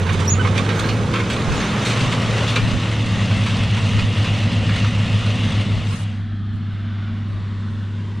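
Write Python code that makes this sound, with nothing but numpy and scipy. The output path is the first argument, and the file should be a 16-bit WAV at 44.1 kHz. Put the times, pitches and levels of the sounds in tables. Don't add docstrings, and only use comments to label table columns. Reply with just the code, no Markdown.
import sys
import numpy as np
from scipy import signal
from scipy.fft import rfft, irfft, next_fast_len
from scipy.io import wavfile
from scipy.ndimage import uniform_filter1d

SR = 44100
rng = np.random.default_rng(int(sys.argv[2]) if len(sys.argv) > 2 else 0)


def magnitude_from_level(level_db):
    exponent = np.asarray(level_db, float) / 20
    return 10 ** exponent


def waveform_to_disk(signal):
    frames = np.transpose(np.atleast_2d(signal))
    scaled = np.clip(frames, -1, 1) * 32767
    samples = np.round(scaled).astype(np.int16)
    wavfile.write(sys.argv[1], SR, samples)


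N = 361619
HOP = 256

# (time [s], rate [Hz])
NEAR_FIRING_RATE = [(0, 91.2), (.3, 94.3), (.7, 104), (1.1, 110.4), (1.5, 114.4), (1.9, 113.8),
                    (2.4, 110.7), (3, 109), (3.4, 108.85), (3.9, 107.1), (5.4, 107.1), (6.2, 105.7)]
FAR_FIRING_RATE = [(2.8999, 100.43), (3.6, 98.32), (4.3, 98.95), (5, 100.37), (5.7, 99.87), (6.6, 100.78),
                   (7.6, 99.87), (8.2, 100.75)]
# (time [s], level [dB rms])
NEAR_NOTE = [(0, -20), (.45, -16), (.65, -21.5), (1.1, -22), (1.4, -26), (1.6, -31.5), (1.85, -23),
             (2.5, -20.5), (3.7, -21.5), (5.2, -20)]
FAR_NOTE = [(3.3, -21.5), (5.7, -23), (6.05, -24), (8.2, -24.5)]
NEAR_ORDERS = {3: -18, 4: -13.5, 5: -8.5, 7: -4.5, 8: -10.5, 9: -7, 10: -6, 11: -3, 12: -9, 14: -14, 16:
               -10.5, 18: -10, 20: -17.5, 22: -15.5, 24: -18.5, 26: -12, 27: -13, 30: -16.5, 32: -16.5}
FAR_ORDERS = {3: -14.5, 8: -15.5, 9: -20.5, 10: -11, 11: -10, 12: -5.5, 18: -17.5, 25: -31}
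FAN_RATIO = 2.26
NEAR_FAN_DB, FAR_FAN_DB = -36, -37.5
NEAR_ROAR_DB, NEAR_ORDERS_DB = -23.5, -30
GONE_DB = -2

# (frequency [Hz], level [dB], decay [share of the t60])
STEEL_MODES = [(1077, -1.5, 0.76), (1248, -4, 1.2), (1617, 2.5, 0.76), (1972, 4, 0.39), (2268, 2, 0.96),
               (2514, 1, 0.96), (2795, -1.5, 1.4), (3214, 2.5, 0.72), (3488, 0, 0.87), (3853, 2.5, 0.64),
               (4408, -1, 0.74), (4830, -11.5, 1.5), (5710, -5.5, 0.75), (6470, -5, 0.5), (7500, -13, 1.2),
               (8920, -12.5, 0.51)]
# (time [s], peak [dB], brightness [dB per octave], length of the cluster [t60 in s])
CLANKS = [(0.064, -19, -4, 0.17), (0.09, -15.5, -8, 0.13), (0.128, -25, 17, 0.12), (0.197, -20.5, 3, 0.15),
          (0.2514, -23, 7, 0.088), (0.4467, -18, -11, 0.12), (0.47, -17.5, -2.5, 0.074),
          (0.5584, -20, -4, 0.11), (0.577, -11, 1, 0.08), (0.689, -17, -4, 0.29), (0.7936, -16, 9, 0.045),
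          (0.837, -15.5, -8, 0.21), (0.8866, -16, -1, 0.21), (1.1358, -12.5, -5, 0.27),
          (1.1987, -16.5, -4, 0.1), (1.2989, -13, 0, 0.2), (1.36, -17, -6, 0.14), (1.5183, -17.5, -2, 0.15),
          (1.5516, -21, 2, 0.2), (1.6001, -18, -3, 0.2), (1.8497, -14, 3.5, 0.67),
          (1.9618, -17.5, -4, 0.13), (2.0022, -14.5, 2, 0.13), (2.1188, -16, -1, 0.15),
          (2.4742, -15, 2.5, 0.3), (2.5582, -8, -2, 0.12), (3.3083, -19.5, -4, 0.24),
          (3.4595, -16, -3, 0.26), (3.988, -17, -2, 0.12), (4.2418, -18.5, -2, 0.19),
          (4.6897, -18.5, -6.5, 0.11), (4.8412, -18.5, -11, 0.1)]
RATTLES_PER_S = 280
RATTLE_DB = -6
CRACK_DB = -20
# (time [s], length [s], frequency [Hz], level before fading [dB rms], overtone [dB])
SQUEAKS = [(0.275, 0.028, 5755, -20.5, -11), (.3, 0.048, 6735, -19.5, -32), (0.34, 0.047, 6800, -39, -30),
           (0.392, 0.032, 1505, -24.5, -5), (0.444, 0.039, 2190, -28, -20), (0.736, .23, 12000, -49, -40),
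           (1.566, .03, 6900, -39, -30), (1.596, 0.024, 6400, -35.5, -30), (1.645, 0.024, 6040, -44, -30)]
FLUTTER_DB_PER_S = 30

# (time [s], level [dB])
NEAR_TOOL = [(0, -32), (.8, -29.5), (1.2, -32), (1.55, -27.5), (2.4, -26.5), (2.9, -30.5), (3.45, -29),
             (4.6, -30), (5.5, -30.5)]
# (time [s], soil [dB], engine roar and common order level [dB], change of colour [0-1])
FAR_PASS = [(5.9, -41, -33.5, 0), (6.4, -42, -33.5, 0.1), (7.2, -39, -34, 0.4), (8.2, -39.5, -35, 1)]
# (time [s], bearing as left over right [dB], distance [0-1])
PLACE = [(0, -11, 0.04), (.6, -8.5, 0), (1.2, -4, 0.05), (2.5, 0.5, 0.55), (4, -0.5, 0.89), (5, 0, 0.9),
         (6.2, 3.5, 0.87)]
# from, to [s]
FAR_FADE_IN, NEAR_FADE_OUT = (2.92, 3.2), (5.51, 6.264)

# (frequency [Hz], relative density [dB])
TOOL_CLOSE = [(240, -13), (400, 3.5), (694, -9), (1220, -5.5), (1760, -11.5), (3730, -17.5), (4620, -24),
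              (6080, -24), (8920, -34), (11000, -33), (15500, -44)]
TOOL_GONE = [(240, -43), (400, -9), (543, -2), (846, -7), (1180, -4.5), (1660, -13), (1820, -2.5),
             (2360, -8), (2830, 2.5), (3060, -4.5), (3400, -4.5), (5060, -16), (9050, -27.5),
             (11000, -33.5), (15500, -49)]
# (frequency [Hz], relative density [dB])
TOOL_FAR = [(190, -48), (330, 0), (366, -20), (528, -12), (718, -3.5), (895, -15.5), (1170, -6.5),
            (1540, -4), (1710, -7), (2540, -15), (2850, -11), (3400, -11), (3660, -13), (11000, -53.5),
            (14300, -93), (22000, -120)]
TOOL_FAR_LATER = [(190, -40), (330, 3), (417, -2.5), (762, -15.5), (1040, -2.5), (1410, -9.5), (1520, -5),
                  (1630, -10), (1840, -8), (2290, -13), (3550, -12), (4560, -22.5), (8960, -34.5),
                  (11000, -42), (14300, -77), (22000, -120)]
# (frequency [Hz], relative density [dB])
ROAR_NEAR = [(20, -30), (45, -10), (90, 1), (150, 3.5), (220, -0.5), (290, -13), (450, -17), (700, -19.5),
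             (1200, -65.5)]
ROAR_FAR = [(20, -22), (45, 3.5), (90, 5), (150, 5.5), (220, 8), (280, -9), (400, -13.5), (700, -57)]
# (frequency [Hz], relative density [dB])
WIND = [(15, -10.5), (40, -0.5), (110, 0), (250, -16), (500, -32.5), (1000, -45)]
RUSTLE = [(300, -26), (1200, 1.5), (3000, -9), (5000, -10), (7500, -9), (10000, -10), (14000, -16),
          (16000, -17)]
WIND_DB, WIND_FAR_DB = -38, -47
RUSTLE_DB = -44
RUSTLE_S, RUSTLE_RISE_S, RUSTLE_HOLD_S, RUSTLE_STOP_S = 5.82, 0.07, 0.14, 0.02

# (frequency [Hz], level [dB re direct])
APART = [(60, -10.5), (200, -29.5), (380, -29), (700, -11), (1290, -11.5), (2380, -15.5), (4400, -26),
         (6000, -8.5), (8120, 4), (11000, 1), (15000, 2)]
# (frequency [Hz], increase [dB])
WIDE = [(200, 0), (500, 5), (1300, 11), (2400, 7.5), (4400, 13), (7000, 6), (12000, 3.5)]
# (frequency [Hz], share of the bearing [0-1])
SHADOW = [(200, 0.11), (500, 0.15), (800, 0.87), (1300, 0.73), (2400, 0.64), (4400, 0.16), (8000, 0.077)]
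# (frequency [Hz], gain [dB])
TREBLE_LOSS = [(8000, -0.5), (10200, -4), (11000, -14.5), (14000, -14.5), (15300, -22.5), (15700, -68.5)]


def engine(rate, note, orders, orders_db, fan_db, waver_db, wander, dull_db):
    t = np.arange(N) / SR
    slow = t[::HOP]
    hz = over_time(rate, t)[0] * (t >= rate[0][0])
    turns = 2 * np.pi * np.cumsum(hz) / SR
    out = magnitude_from_level(over_time(note, t)[0]) * np.cos(turns)
    fan_waver = np.interp(t, slow, drift(6.7, slow))
    out += magnitude_from_level(fan_db + 2.1 * fan_waver) * np.cos(FAN_RATIO * turns)
    for sixths, db in orders.items():
        waver, slip = (np.interp(t, slow, drift(4, slow)) for _ in range(2))
        far_db = dull_db * np.clip(sixths / 6 - 2, 0, 1)
        level = magnitude_from_level(orders_db + db + far_db + waver_db * waver)
        steadiness = min(12 / sixths, 1) ** 2
        out += level * np.cos(sixths / 6 * turns + wander * slip * steadiness)
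    return np.sqrt(2) * out


def ring(tilt_db, t60, detune):
    t = np.arange(SR // 16) / SR
    hz, db, share = np.transpose(STEEL_MODES)[:, :, None]
    off, strength = rng.standard_normal((2, len(STEEL_MODES), 1))
    decay_db = -60 * t / (share * max(t60, .01))
    gain = magnitude_from_level(db + 4.7 * strength + tilt_db * np.log2(hz / 2000) + decay_db)
    modes = (gain * np.sin(2 * np.pi * hz * (1 + detune * off) * t)).sum(0)
    modes *= np.minimum(t / 0.0013, 1)
    crack = signal.lfilter([1, -1], [1, -.6], rng.standard_normal(len(t)))
    crack *= magnitude_from_level(CRACK_DB - 60 * t / 0.024)
    blow = modes / abs(modes).max() + crack * magnitude_from_level(tilt_db)
    return blow / abs(blow).max()


def clanks():
    out, t = np.zeros(N + 12000), np.arange(6000) / SR
    for s, db, tilt_db, t60 in CLANKS:
        hits = rng.random((6, len(t))) < .012
        knocks = rng.standard_normal((6, len(t))) * hits * magnitude_from_level(-60 * t / max(t60, .02))
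        knocks[range(6), rng.integers(0, 130, 6)] = 1.33
        cluster = sum(signal.fftconvolve(k, ring(tilt_db, 0.076, 0.0527)) for k in knocks)
        out[round(s * SR):][:len(cluster)] += magnitude_from_level(db) * cluster / abs(cluster).max()
    return out[:N]


def rattle(level_db):
    t = np.arange(N) / SR
    clumps = magnitude_from_level(4 * np.interp(t, t[::HOP], drift(12, t[::HOP])))
    chance, part, size = rng.random((3, N))
    strength = magnitude_from_level(-3.5 * np.log(size + 0.034))
    blows = (chance < RATTLES_PER_S * clumps / SR) * strength
    kinds = 16
    out = np.zeros(N)
    for kind in range(kinds):
        own_blows = blows * (np.floor(part * kinds) == kind)
        out += signal.oaconvolve(own_blows, ring(0, 0.056, 0.0492))[:N]
    return magnitude_from_level(level_db + RATTLE_DB) * evened(out)


def squeaks():
    out = np.zeros(N)
    for s, length, hz, db, over_db in SQUEAKS:
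        t = np.arange(round(length * SR)) / SR
        turns = 2 * np.pi * np.cumsum(hz * (1 + 0.003 * drift(100, t))) / SR
        flutter_db = FLUTTER_DB_PER_S * length * drift(186, t)
        grip = magnitude_from_level(-4 * t / length + flutter_db)
        tone = np.cos(turns) + magnitude_from_level(over_db) * np.cos(2 * turns)
        fades = signal.windows.tukey(len(t), .4)
        out[round(s * SR):][:len(t)] += np.sqrt(2) * magnitude_from_level(db) * grip * tone * fades
    return out


def near_pass():
    t, hz = frame_grid()
    gone = np.clip(over_time(PLACE, t)[1], 0, 1)
    colour_db = (1 - gone) * over_hz(TOOL_CLOSE, hz) + gone * over_hz(TOOL_GONE, hz)
    soil = hiss(colour_db, over_time(NEAR_TOOL, t)[0] + 3.34, (700, 5000), 1.31, 0.61, 14)
    roar_db = NEAR_ROAR_DB + GONE_DB * gone
    roar = hiss(over_hz(ROAR_NEAR, hz), roar_db, (130, 600), 0.69, 0.62, 18)
    t = np.arange(N) / SR
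    gone = over_time(PLACE, t)[1]
    orders_db = NEAR_ORDERS_DB + GONE_DB * gone
    motor = engine(NEAR_FIRING_RATE, NEAR_NOTE, NEAR_ORDERS, orders_db, NEAR_FAN_DB,
                   waver_db=3.3, wander=1.63, dull_db=-7 * gone)
    steel = rattle(over_time(NEAR_TOOL, t)[0]) + clanks() + squeaks()
    return (1 - ramp(NEAR_FADE_OUT, t)) * (soil + roar + motor + steel)


def far_pass():
    t, hz = frame_grid()
    tool_db, roar_db, later = over_time(FAR_PASS, t)
    later = np.clip(later, 0, 1)
    colour_db = (1 - later) * over_hz(TOOL_FAR, hz) + later * over_hz(TOOL_FAR_LATER, hz)
    soil = hiss(colour_db, tool_db, (700, 5000), 2, .4, 9, size=(5, 60))
    roar = hiss(over_hz(ROAR_FAR, hz), roar_db, (130, 600), 1.5, 0.27, 6)
    t = np.arange(N) / SR
    motor = engine(FAR_FIRING_RATE, FAR_NOTE, FAR_ORDERS, over_time(FAR_PASS, t)[1], FAR_FAN_DB,
                   waver_db=1.4, wander=0.93, dull_db=0)
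    return ramp(FAR_FADE_IN, t) * (soil + roar + motor)


def rustle():
    _, hz = frame_grid()
    pair = np.array([hiss(over_hz(RUSTLE, hz), RUSTLE_DB, (5000, 15000), 6, 1.3, 35) for _ in "LR"])
    t = np.arange(N) / SR - RUSTLE_S
    stop_s = RUSTLE_RISE_S + RUSTLE_HOLD_S
    rise = ramp((0, RUSTLE_RISE_S), t) ** 2
    return pair * rise * (1 - ramp((stop_s, stop_s + RUSTLE_STOP_S), t))


def wind():
    t, hz = frame_grid()
    wind_db = WIND_DB + (WIND_FAR_DB - WIND_DB) * ramp(NEAR_FADE_OUT, t)
    return np.array([hiss(over_hz(WIND, hz), wind_db, (15, 400), 4.6, 6.4, 11) for _ in "LR"])


def hiss(shape_db, level_db, band_hz, patchy_db, flicker_db, flicker_hz, size=(9, 10)):
    t, hz = frame_grid()
    re, im, patch = rng.standard_normal((t.size, hz.size, 3)).T
    patch = uniform_filter1d(patch, size=size[0], axis=0)
    patch = evened(uniform_filter1d(patch, size=size[1], axis=1))
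    shape = magnitude_from_level(shape_db) * np.ones(t.shape)
    inside = (hz > band_hz[0]) & (hz < band_hz[1])
    shape /= np.sqrt((shape ** 2 * inside).sum(0))
    field = shape * magnitude_from_level(level_db + patchy_db * patch + flicker_db * drift(flicker_hz, t))
    noise = signal.istft((re + 1j * im) * field, nperseg=4 * HOP, noverlap=3 * HOP)[1][:N]
    return noise * np.sqrt(2 / 3)


def microphones(x, bearing_db, gone):
    _, hz = frame_grid()
    z = signal.stft(x, nperseg=4 * HOP, noverlap=3 * HOP)[2]
    frames = z.shape[1]
    lean = magnitude_from_level(over_hz(SHADOW, hz) * bearing_db[:, :frames] / 2)
    apart_db = over_hz(APART, hz) + over_hz(WIDE, hz) * (1 - gone[:, :frames])
    scatter = magnitude_from_level(apart_db) * np.exp(2j * np.pi * rng.random(z.shape))
    pair = np.array([z * lean * (1 + scatter), z / lean * (1 - scatter)])
    return signal.istft(pair, nperseg=4 * HOP, noverlap=3 * HOP)[1][:, :N]


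def evened(x):
    return x / np.sqrt(np.mean(x ** 2) + 1e-20)


def over_hz(points, hz):
    f, value = np.transpose(points)
    return np.interp(np.log(hz + 1), np.log(f + 1), value)


def over_time(rows, t):
    s, *columns = np.transpose(rows)
    return [np.interp(t, s, c) for c in columns]


def drift(top_hz, t):
    rates = np.geomspace(top_hz / 7, top_hz, 20)
    return evened(sum(np.sin(2 * np.pi * (f * t + rng.random())) / np.sqrt(f) for f in rates))


def ramp(span, t):
    return np.clip((t - span[0]) / (span[1] - span[0]), 0, 1)


def frame_grid():
    return (np.arange(N // HOP + 5) * HOP / SR)[None], np.fft.rfftfreq(4 * HOP, 1 / SR)[:, None]


def scene():
    bearing_db, gone = over_time(PLACE, frame_grid()[0])
    near = microphones(near_pass(), bearing_db, np.clip(gone, 0, 1))
    far = microphones(far_pass(), 0 * gone, np.ones(gone.shape))
    return near + far + rustle() + wind()


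def low_pass(x):
    return signal.sosfilt(signal.butter(12, 15610, fs=SR, output="sos"), x)


def record(dry):
    size = next_fast_len(N)
    colour = magnitude_from_level(over_hz(TREBLE_LOSS, np.fft.rfftfreq(size, 1 / SR)))
    mix = irfft(rfft(dry, size) * colour, size)[:, :N]
    return low_pass(mix)


dry = scene()
out = record(dry)
waveform_to_disk(out)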